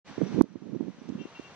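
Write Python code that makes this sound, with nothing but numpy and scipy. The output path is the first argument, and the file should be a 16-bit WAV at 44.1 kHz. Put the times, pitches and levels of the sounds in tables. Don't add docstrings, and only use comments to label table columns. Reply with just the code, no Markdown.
import sys
import numpy as np
from scipy import signal
from scipy.fft import rfft, irfft
from scipy.io import wavfile
from scipy.ndimage import uniform_filter1d

SR = 44100
rng = np.random.default_rng(int(sys.argv[2]) if len(sys.argv) > 2 else 0)


def to_wav(sig):
    pcm = np.clip(np.atleast_2d(sig), -1, 1) * 32767
    pcm = np.round(pcm).astype(np.int16)
    wavfile.write(sys.argv[1], SR, pcm.T)


N = 68355
T = np.arange(N) / SR
BINS_HZ = np.fft.rfftfreq(N, 1 / SR)


def amp(db):
    return 10 ** (np.asarray(db) / 20)


def unit(x):
    return x / np.sqrt(np.mean(x ** 2) + 1e-20)


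def curve(points):
    return np.interp(T, *np.transpose(points))


def spectrum(points, hz):
    freq_hz, value = np.transpose(points)
    return np.interp(np.log(hz + 1), np.log(freq_hz), value)


def shaped_noise(gains):
    return unit(irfft(rfft(rng.standard_normal(N)) * gains, N))


def wander(rate_hz):
    return shaped_noise(np.exp(-(BINS_HZ / rate_hz) ** 2))


def band_noise(low_hz, high_hz):
    sos = signal.butter(4, [low_hz, high_hz], "band", fs=SR, output="sos")
    return unit(signal.sosfilt(sos, rng.standard_normal(N)))


def highpass(x, hz):
    return signal.sosfilt(signal.butter(2, hz, "high", fs=SR, output="sos"), x)


def glide(centre_s, pitch_hz, length_s, fall_hz):
    out, on = np.zeros(N), abs(T - centre_s) < length_s / 2
    u = (T[on] - centre_s) / length_s
    cycles = length_s * (pitch_hz * u - fall_hz * u ** 2 / 2)
    out[on] = np.cos(np.pi * u) ** 2 * np.sin(2 * np.pi * cycles)
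    return out


# freq_hz, density_db
GRASS_SPECTRUM = [(25, -58), (60, -24.5), (120, 5), (300, -2.5), (520, -2), (1000, -3), (1800, -7),
                  (3000, -11), (4300, -13), (5200, -17.5), (6100, -13.5), (7100, -26), (8100, -30.5),
                  (9200, -38), (13000, -53.5)]
# freq_hz, correlation
GRASS_CORRELATION = [(60, 0.5), (200, .6), (500, 0.92), (1500, 0.83), (4300, 0.21), (6500, 0.39),
                     (12000, 0)]
# time_s, gain_db
GRASS_SWELL = [(.06, -2.5), (.26, -2.5), (.33, -0.5), (.5, -2.5), (.8, -2), (1.2, -1.5), (1.37, -0.5),
               (1.55, -1.5)]


def grass(level_db=-47, patch_db=0.5, size=512, hop=128):
    hz = np.fft.rfftfreq(size, 1 / SR)
    noise = rng.standard_normal((N // hop + 5, len(hz), 5)).T
    left = noise[0] + 1j * noise[1]
    independent = noise[2] + 1j * noise[3]
    correlation = spectrum(GRASS_CORRELATION, hz)[:, None]
    right = correlation * left + np.sqrt(1 - correlation ** 2) * independent
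    patches = uniform_filter1d(noise[4], size=7, axis=0)
    patches = unit(uniform_filter1d(patches, size=20, axis=1))
    gains = amp(spectrum(GRASS_SPECTRUM, hz)[:, None] + patch_db * patches)
    _, hiss = signal.istft(np.array([left, right]) * gains, nperseg=size, noverlap=size - hop)
    return unit(hiss[:, :N]) * amp(level_db + curve(GRASS_SWELL))


# first_tick_s, ticks_per_s, pitch_hz
INSECT_SONGS = [(.076, 7.35, 8130), (.095, 6.9, 7830)]
# peak_db, left_minus_right_db
INSECT_LEVELS = [(-66, 5.5), (-66.5, -5)]


def insects(roughness=0.3, rough_hz=250):
    out = np.zeros((2, N))
    for (first_s, ticks_per_s, pitch_hz), (peak_db, pan_db) in zip(INSECT_SONGS, INSECT_LEVELS):
        times_s = np.arange(first_s, T[-1], 1 / ticks_per_s)
        ticks = sum(glide(s, pitch_hz, length_s=0.018, fall_hz=200) for s in times_s)
        for side, side_db in enumerate((pan_db / 2, -pan_db / 2)):
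            out[side] += ticks * amp(peak_db + side_db) * (1 + roughness * wander(rough_hz))
    return out


# centre_s, peak_db
BIRD_CHIPS = [(0.245, -54), (0.278, -51.5), (.497, -57), (0.538, -59), (0.754, -53.5), (1.002, -52.5),
              (1.222, -50)]


def bird(pitch_hz=5700, right_db=-7):
    chips = sum(amp(db) * glide(s, pitch_hz, length_s=0.034, fall_hz=650) for s, db in BIRD_CHIPS)
    return chips * amp([[0], [right_db]])


# centre_s, level_db
STALK_SNAPS = [(1.092, -48)]


def stalk_snap(fade_s=0.0046):
    envelope = sum(amp(db) * np.exp(-abs(T - s) / fade_s) for s, db in STALK_SNAPS)
    return np.array([band_noise(2800, 6500) for _ in range(2)]) * envelope


# start_s, length_s, level_db
HORN_TOOTS = [(1.183, .035, -39.5), (1.343, .026, -40), (1.42, .06, -52)]
HORN_HARMONICS = [-17, 0, -12, -21, -22]


def horn(pitch_hz=392.5, rise_s=0.012, fade_s=0.032, right_db=-13, waver_db=3.5, waver_hz=30):
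    envelope = np.zeros(N)
    for start_s, length_s, level_db in HORN_TOOTS:
        rise = np.clip((T - start_s) / rise_s, 0, 1)
        tail = np.exp(-np.maximum(T - start_s - length_s, 0) / fade_s)
        envelope += amp(level_db) * rise * tail
    tone = np.zeros((2, N))
    for k, gain_db in enumerate(HORN_HARMONICS, 6):
        harmonic = np.sin(2 * np.pi * (k * pitch_hz * T + rng.random()))
        for side, side_db in enumerate((0, right_db)):
            tone[side] += harmonic * amp(gain_db + side_db + waver_db * wander(waver_hz))
    return tone * envelope


def port_delay(field, left_lag_s=56e-6):
    lag = np.exp(-2j * np.pi * BINS_HZ * left_lag_s)
    return np.array([irfft(rfft(field[0]) * lag, N), field[1]])


# freq_hz, density_db
RUMBLE_SPECTRUM = [(25, -46), (60, -25), (120, -8.5), (190, 4), (270, -0.5), (380, -4.5), (500, -12.5),
                   (800, -35.5), (1300, -52), (3000, -66), (12000, -100)]
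# time_s, level_db
WIND_PRESSURE = [(.06, -49), (.165, -51), (.185, -30.5), (.225, -20.5), (.255, -35.5), (.34, -30.5),
                 (.36, -21), (.405, -24), (.447, -19.5), (.475, -40), (.535, -35), (.56, -22.5),
                 (.595, -35), (.68, -27), (.755, -19), (.78, -34), (.81, -20.5), (.885, -25), (.93, -44),
                 (.99, -49.5), (1.075, -34), (1.095, -24), (1.22, -29), (1.28, -51), (1.55, -67)]


def buffet(lee_db=-29, flutter_db=3.5, flutter_hz=45.6):
    ports = []
    for side_db in (lee_db, 0):
        rumble = shaped_noise(amp(spectrum(RUMBLE_SPECTRUM, BINS_HZ)))
        level_db = curve(WIND_PRESSURE) + side_db + flutter_db * wander(flutter_hz)
        ports.append(rumble * amp(level_db))
    return highpass(np.array(ports), hz=63.7)


# centre_s, level_db, pitch_hz, port (0 left, 1 right)
EDDY_HITS = [(.182, -15.5, 316.6, 1), (.216, -10.5, 421, 1), (0.222, -12.5, 254, 1), (0.232, -14, 222, 1),
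             (0.338, -26.5, 200, 0), (.391, -10, 260, 1), (.412, 7, 285.5, 1), (0.558, -6.5, 269, 1),
             (.624, -19, 262, 1), (.749, -10, 356, 1), (0.764, -9, 247, 1), (0.809, 0.5, 272, 1),
             (0.828, -14, 324, 1), (.883, -11, 254, 1), (0.986, -25.5, 228, 0), (1.018, -20, 252, 1),
             (1.09, -14, 317, 1), (1.102, -11.5, 246, 1), (1.123, -16.5, 240, 1), (1.215, -18, 267.6, 1),
             (1.153, -17, 220, 0), (1.155, -14.5, 250, 1), (1.256, -16, 310, 0), (1.397, -17.5, 302, 1)]


def eddies(decay_cycles=0.51, round_s=61e-6, slap_db=-25, slap_s=0.0018):
    out = np.zeros((2, N))
    slap_noise = band_noise(483, 994)
    for centre_s, level_db, pitch_hz, port in EDDY_HITS:
        t = T - centre_s
        distance_s = np.hypot(t, round_s) - round_s
        envelope = np.exp(-distance_s * pitch_hz / decay_cycles)
        swing = envelope * np.cos(2 * np.pi * (pitch_hz * t + rng.random()))
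        slap = amp(slap_db + level_db / 2) * slap_noise * np.exp(-abs(t) / slap_s)
        out[port] += amp(level_db) * (swing + slap)
    return highpass(out, hz=103.6)


def scene():
    field = grass() + bird() + insects() + horn() + stalk_snap()
    return port_delay(field) + buffet() + eddies()


def gain_control(x, dry, trip_db=-9, lag_s=0.008, fall_s=0.0046, depth_db=14.5, recover_db_per_s=10):
    over = abs(dry).max(0) > amp(trip_db)
    trip_s = T[over.argmax()] if over.any() else T[-1]
    since_s = T - trip_s - lag_s
    attack = np.clip(since_s / fall_s, 0, 1)
    duck_db = attack * np.maximum(depth_db - recover_db_per_s * since_s, 0)
    out = x * amp(-duck_db)
    tick_envelope = amp(-38) * np.exp(-abs(since_s - fall_s) / 0.0008)
    out[1] += band_noise(4000, 11500) * tick_envelope
    return out


def record(dry, full_scale=0.9, open_s=0.045, fade_in_s=0.032, top_hz=13300):
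    saturated = full_scale * np.tanh(dry / full_scale)
    out = gain_control(highpass(saturated, hz=55), dry)
    out *= np.clip((T - open_s) / fade_in_s, 0, 1)
    high_cut = signal.firwin(511, top_hz, window=("kaiser", 9), fs=SR)
    return signal.oaconvolve(out, high_cut[None], "same")


dry = scene()
out = record(dry)
to_wav(out)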